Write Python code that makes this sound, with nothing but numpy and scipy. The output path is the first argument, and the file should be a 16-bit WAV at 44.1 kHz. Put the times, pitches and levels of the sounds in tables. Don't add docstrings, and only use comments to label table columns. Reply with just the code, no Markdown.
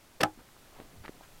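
import sys
import numpy as np
from scipy import signal
from scipy.fft import rfft, irfft, next_fast_len
from scipy.io import wavfile
from scipy.ndimage import map_coordinates

SR = 44100
rng = np.random.default_rng(int(sys.argv[2]) if len(sys.argv) > 2 else 0)


def store_wav(level_fs):
    pcm = np.round(np.clip(np.atleast_2d(level_fs), -1, 1) * 32767)
    wavfile.write(sys.argv[1], SR, pcm.T.astype(np.int16))


N = 61739


def amp(db):
    return 10 ** (np.asarray(db) / 20)


def unit(x):
    return x / np.sqrt(np.mean(x ** 2) + 1e-20)


def clock():
    return np.arange(N) / SR


def along(points, hz):
    f, values = np.transpose(points)
    return np.interp(np.log(hz + 1), np.log(f + 1), values)


def filtered(x, response):
    size = next_fast_len(N + SR // 2)
    return irfft(rfft(x, size) * response(np.fft.rfftfreq(size, 1 / SR)), size)[:N]


def noise(spectrum):
    return unit(filtered(rng.standard_normal(N), lambda hz: amp(along(spectrum, hz))))


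def grainy(depth_db, rate_hz):
    knots = rng.standard_normal(N)
    flicker_db = depth_db * map_coordinates(knots, [clock() * rate_hz], order=1)
    return rng.standard_normal(N) * amp(flicker_db)


def fade(t, t60_s):
    return np.exp(-np.log(1000) * np.maximum(t, 0) / t60_s)


def burst(start_s, rise_s, t60_s):
    t = clock() - start_s
    return np.clip(t / rise_s, 0, 1) ** 2 * fade(t - rise_s, t60_s)


# f/Hz, density/dB
HISS_SPECTRUM = [(29, -34), (50, -8.5), (85, -4), (284, -7.5), (345, -8), (461, -10.5), (559, -9.5),
                 (661, -10), (1700, -15.5), (14900, -24), (16000, -27)]
WIND_SPECTRUM = [(5, -7), (15, -0.5), (30, -6), (60, -18), (200, -39.5), (1000, -74)]
# t/s, level/dB
HISS_LEVEL = [(0, -60), (.6, -58.5), (1.4, -57.5)]
WIND_LEVEL = [(0, -67), (.42, -60), (.6, -64.5), (.8, -58), (1.2, -60), (1.35, -55)]

def field_air():
    envelope = lambda rows: amp(np.interp(clock(), *np.transpose(rows)))
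    return envelope(HISS_LEVEL) * noise(HISS_SPECTRUM) + envelope(WIND_LEVEL) * noise(WIND_SPECTRUM)


# f/Hz, density/dB
RASP_SPECTRUM = [(60, -11.5), (160, 3), (420, 4.5), (950, -10.5), (1200, 6.5), (1450, -12), (3200, -8.5),
                 (4100, -16), (5000, -10), (6800, -25.5), (9000, -23), (16000, -31.5)]
# t/s, f/Hz, level/dB
GROAN_TRACK = [(.201, 560, -51), (.206, 531, -33.5), (0.21, 443, -24.5), (0.219, 394, -29),
               (0.222, 303, -35.5), (0.234, 302, -41)]

def log_slide():
    grains = grainy(depth_db=-1, rate_hz=1500)
    rasp = unit(filtered(grains, lambda hz: amp(along(RASP_SPECTRUM, hz))))
    times_s, pitch_hz, db = np.transpose(GROAN_TRACK)
    phase = 2 * np.pi * np.cumsum(np.interp(clock(), times_s, pitch_hz, left=0)) / SR
    groan = np.sin(phase) * np.interp(clock(), times_s, amp(db), left=0, right=0)
    return amp(-22) * rasp * burst(start_s=0.2015, rise_s=0.01, t60_s=0.043) + groan


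# f/Hz, density/dB
BODY_SPECTRUM = [(20, -50), (60, -28), (150, -2), (450, -2.5), (800, -2), (1100, -6.5), (1600, -3),
                 (2100, -11), (3000, -11.5), (5500, -22.5), (9000, -22), (16000, -39)]
# f/Hz, t60/s
BODY_DECAY = [(100, 0.076), (800, 0.15), (1700, 0.11), (3000, 0.094), (8000, 0.097), (16000, .045)]

def wood_body(start_s):
    hz, t, bins = signal.stft(noise(BODY_SPECTRUM), SR, nperseg=128)
    decay = fade(t, along(BODY_DECAY, hz)[:, None])
    tail = signal.istft(bins * decay, SR, nperseg=128)[1]
    return np.pad(tail, (int(start_s * SR), 0))[:N]


# f/Hz, relative level/dB, t60/s, swell/s
LOG_MODES = [(101.4, -22, 0.16, 0.0011), (164, -9.95696, 0.074, 0.0027), (232.779, -9.5, 0.06, 0.00557446),
             (313.5, -1.8, 0.17, 0.015), (374, -8.5, 0.15, 0.00033), (404, -24, 0.066, 0.0024),
             (509, -17.503, 0.119701, 0.000827117), (622, -9.5, 0.074, 0.00025), (700, -10.5, 0.1, 0.0096),
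             (787.6, 3, 0.086, 0.026), (841.7, -2, 0.12, 0.013), (1000, -7, 0.045, 0.000081),
             (1204, 5.5, 0.035, 0.00074), (1308, -1, 0.062, 0.0013), (1535, -1.5, 0.033, 0.00082),
             (1754.99, 1.5, 0.041, 0.00029), (1900, 0, 0.028, 0.00084), (2640, -9.0, 0.028, 0.00047),
             (3290, -7, 0.02, 0.00066), (5600, -4, 0.0087, 0.0005)]

def log_ring(start_s, scatter_db):
    t = np.maximum(clock() - start_s, 0)
    out = np.zeros(N)
    for k, (hz, db, t60_s, swell_s) in enumerate(LOG_MODES):
        gain = (-1) ** k * amp(db + rng.normal(0, scatter_db))
        envelope = (1 - np.exp(-t / swell_s)) * fade(t, t60_s)
        out += gain * envelope * np.sin(2 * np.pi * hz * t)
    return out


# t/s, ring gain/dB, crack level/dB, ring cutoff/Hz, crack rise/s, crack t60/s
LOG_CONTACTS = [(0.2061, -25, -30.5, 716, .0008, 0.017), (0.2149, -33.5, -25, 1900, 0.00096, 0.0062),
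                (.23062, -17.5, -42, 750, .001, 0.018), (0.2321, -19, -16.5, 8800, 0.0025, 0.013),
                (0.2418, -29.5, -41.5, 530, 0.0022, 0.036)]
# f/Hz, density/dB
CRACK_SPECTRUM = [(20, -44), (80, -25), (200, -8), (600, -2.5), (1700, -1.5), (2300, -4), (3300, -6),
                  (4800, -8), (5600, -4.5), (6800, -16.5), (8300, -11), (10500, -23), (12700, -19.5),
                  (16000, -29)]

def log_knock():
    out = np.zeros(N)
    for start_s, ring_db, crack_db, cutoff_hz, rise_s, t60_s in LOG_CONTACTS:
        ring = log_ring(start_s, scatter_db=0.1) + amp(-11) * wood_body(start_s)
        out += amp(ring_db) * filtered(ring, lambda hz: 1 / (1 + 1j * hz / cutoff_hz))
        out += amp(crack_db) * noise(CRACK_SPECTRUM) * burst(start_s, rise_s, t60_s)
    return out


# t/s, peak level/dB, f/Hz, rise/cycles
STONE_TICKS = [(.374, -47.5, 278, 0.97), (.489, -49.5, 1690, 0.85), (0.5656, -44, 990, 0.55),
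               (0.8003, -34.5, 390, .3), (.8011, -42.5, 1400, 0.81), (0.8019, -42, 2410, 0.92),
               (1.0432, -44, 1710, .8), (1.05, -39, 840, 0.76), (1.06, -35.5, 2000, 0.71),
               (1.0592, -39, 3800, 0.83), (1.0808, -28, 1200, 0.28), (1.0855, -41.5, 1700, .8),
               (1.093, -30.5, 310, 0.41), (1.209, -41, 760, .9)]

def stone_ticks():
    out = np.zeros(N)
    for start_s, db, hz, rise_cycles in STONE_TICKS:
        t = np.maximum(clock() - start_s, 0)
        age = t * hz / rise_cycles
        out += amp(db) * np.sin(2 * np.pi * hz * t) * (age * np.exp(1 - age)) ** 2
    return out


# peak t/s, rise/s, fall/s, level/dB, centre f/Hz
SOLE_SCUFFS = [(.39, 0.01, .03, -56, 234), (0.399, 0.013, 0.042, -61, 1070),
               (.65, 0.038, 0.059, -64.5, 1480), (.775, 0.055, 0.062, -55, 640),
               (.82, 0.04, .045, -55, 170), (.97, 0.087, .05, -59.5, 148), (1.05, 0.011, .018, -50, 1300),
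               (1.05, 0.011, .02, -53, 230), (1.086, 0.0071, 0.0089, -52.5, 1300),
               (1.15, 0.082, 0.073, -62, 282), (1.24, 0.012, 0.024, -57, 1280)]

def sole_scuffs(relative_width=0.68, cutoff_hz=4000):
    out = np.zeros(N)
    for peak_s, rise_s, fall_s, db, centre_hz in SOLE_SCUFFS:
        t = clock() - peak_s
        band = lambda hz: 1j * hz * centre_hz / (
            centre_hz ** 2 - hz ** 2 + 1j * hz * centre_hz * relative_width)
        grains = grainy(depth_db=2.5, rate_hz=700)
        grit = unit(filtered(grains, lambda hz: band(hz) / (1 + 1j * hz / cutoff_hz)))
        envelope = np.exp(-(t / np.where(t < 0, rise_s, fall_s)) ** 2)
        out += amp(db) * grit * envelope
    return out


# peak t/s, half length/s, level/dB, f/Hz
HEEL_THUDS = [(0.986, 0.011, -48.5, 90), (1.014, 0.0087, -45.5, 85)]

def heel_thuds():
    out = np.zeros(N)
    for peak_s, half_s, db, hz in HEEL_THUDS:
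        t = clock() - peak_s
        out += amp(db) * np.cos(2 * np.pi * hz * t) * np.exp(-(t / half_s) ** 2)
    return out


def scene():
    log = log_slide() + log_knock()
    steps = stone_ticks() + sole_scuffs() + heel_thuds()
    return (log + steps + field_air())[None]


TOP_HZ = 15900

def record(dry):
    return filtered(dry[0], lambda hz: hz < TOP_HZ)[None]


dry = scene()
out = record(dry)
store_wav(out)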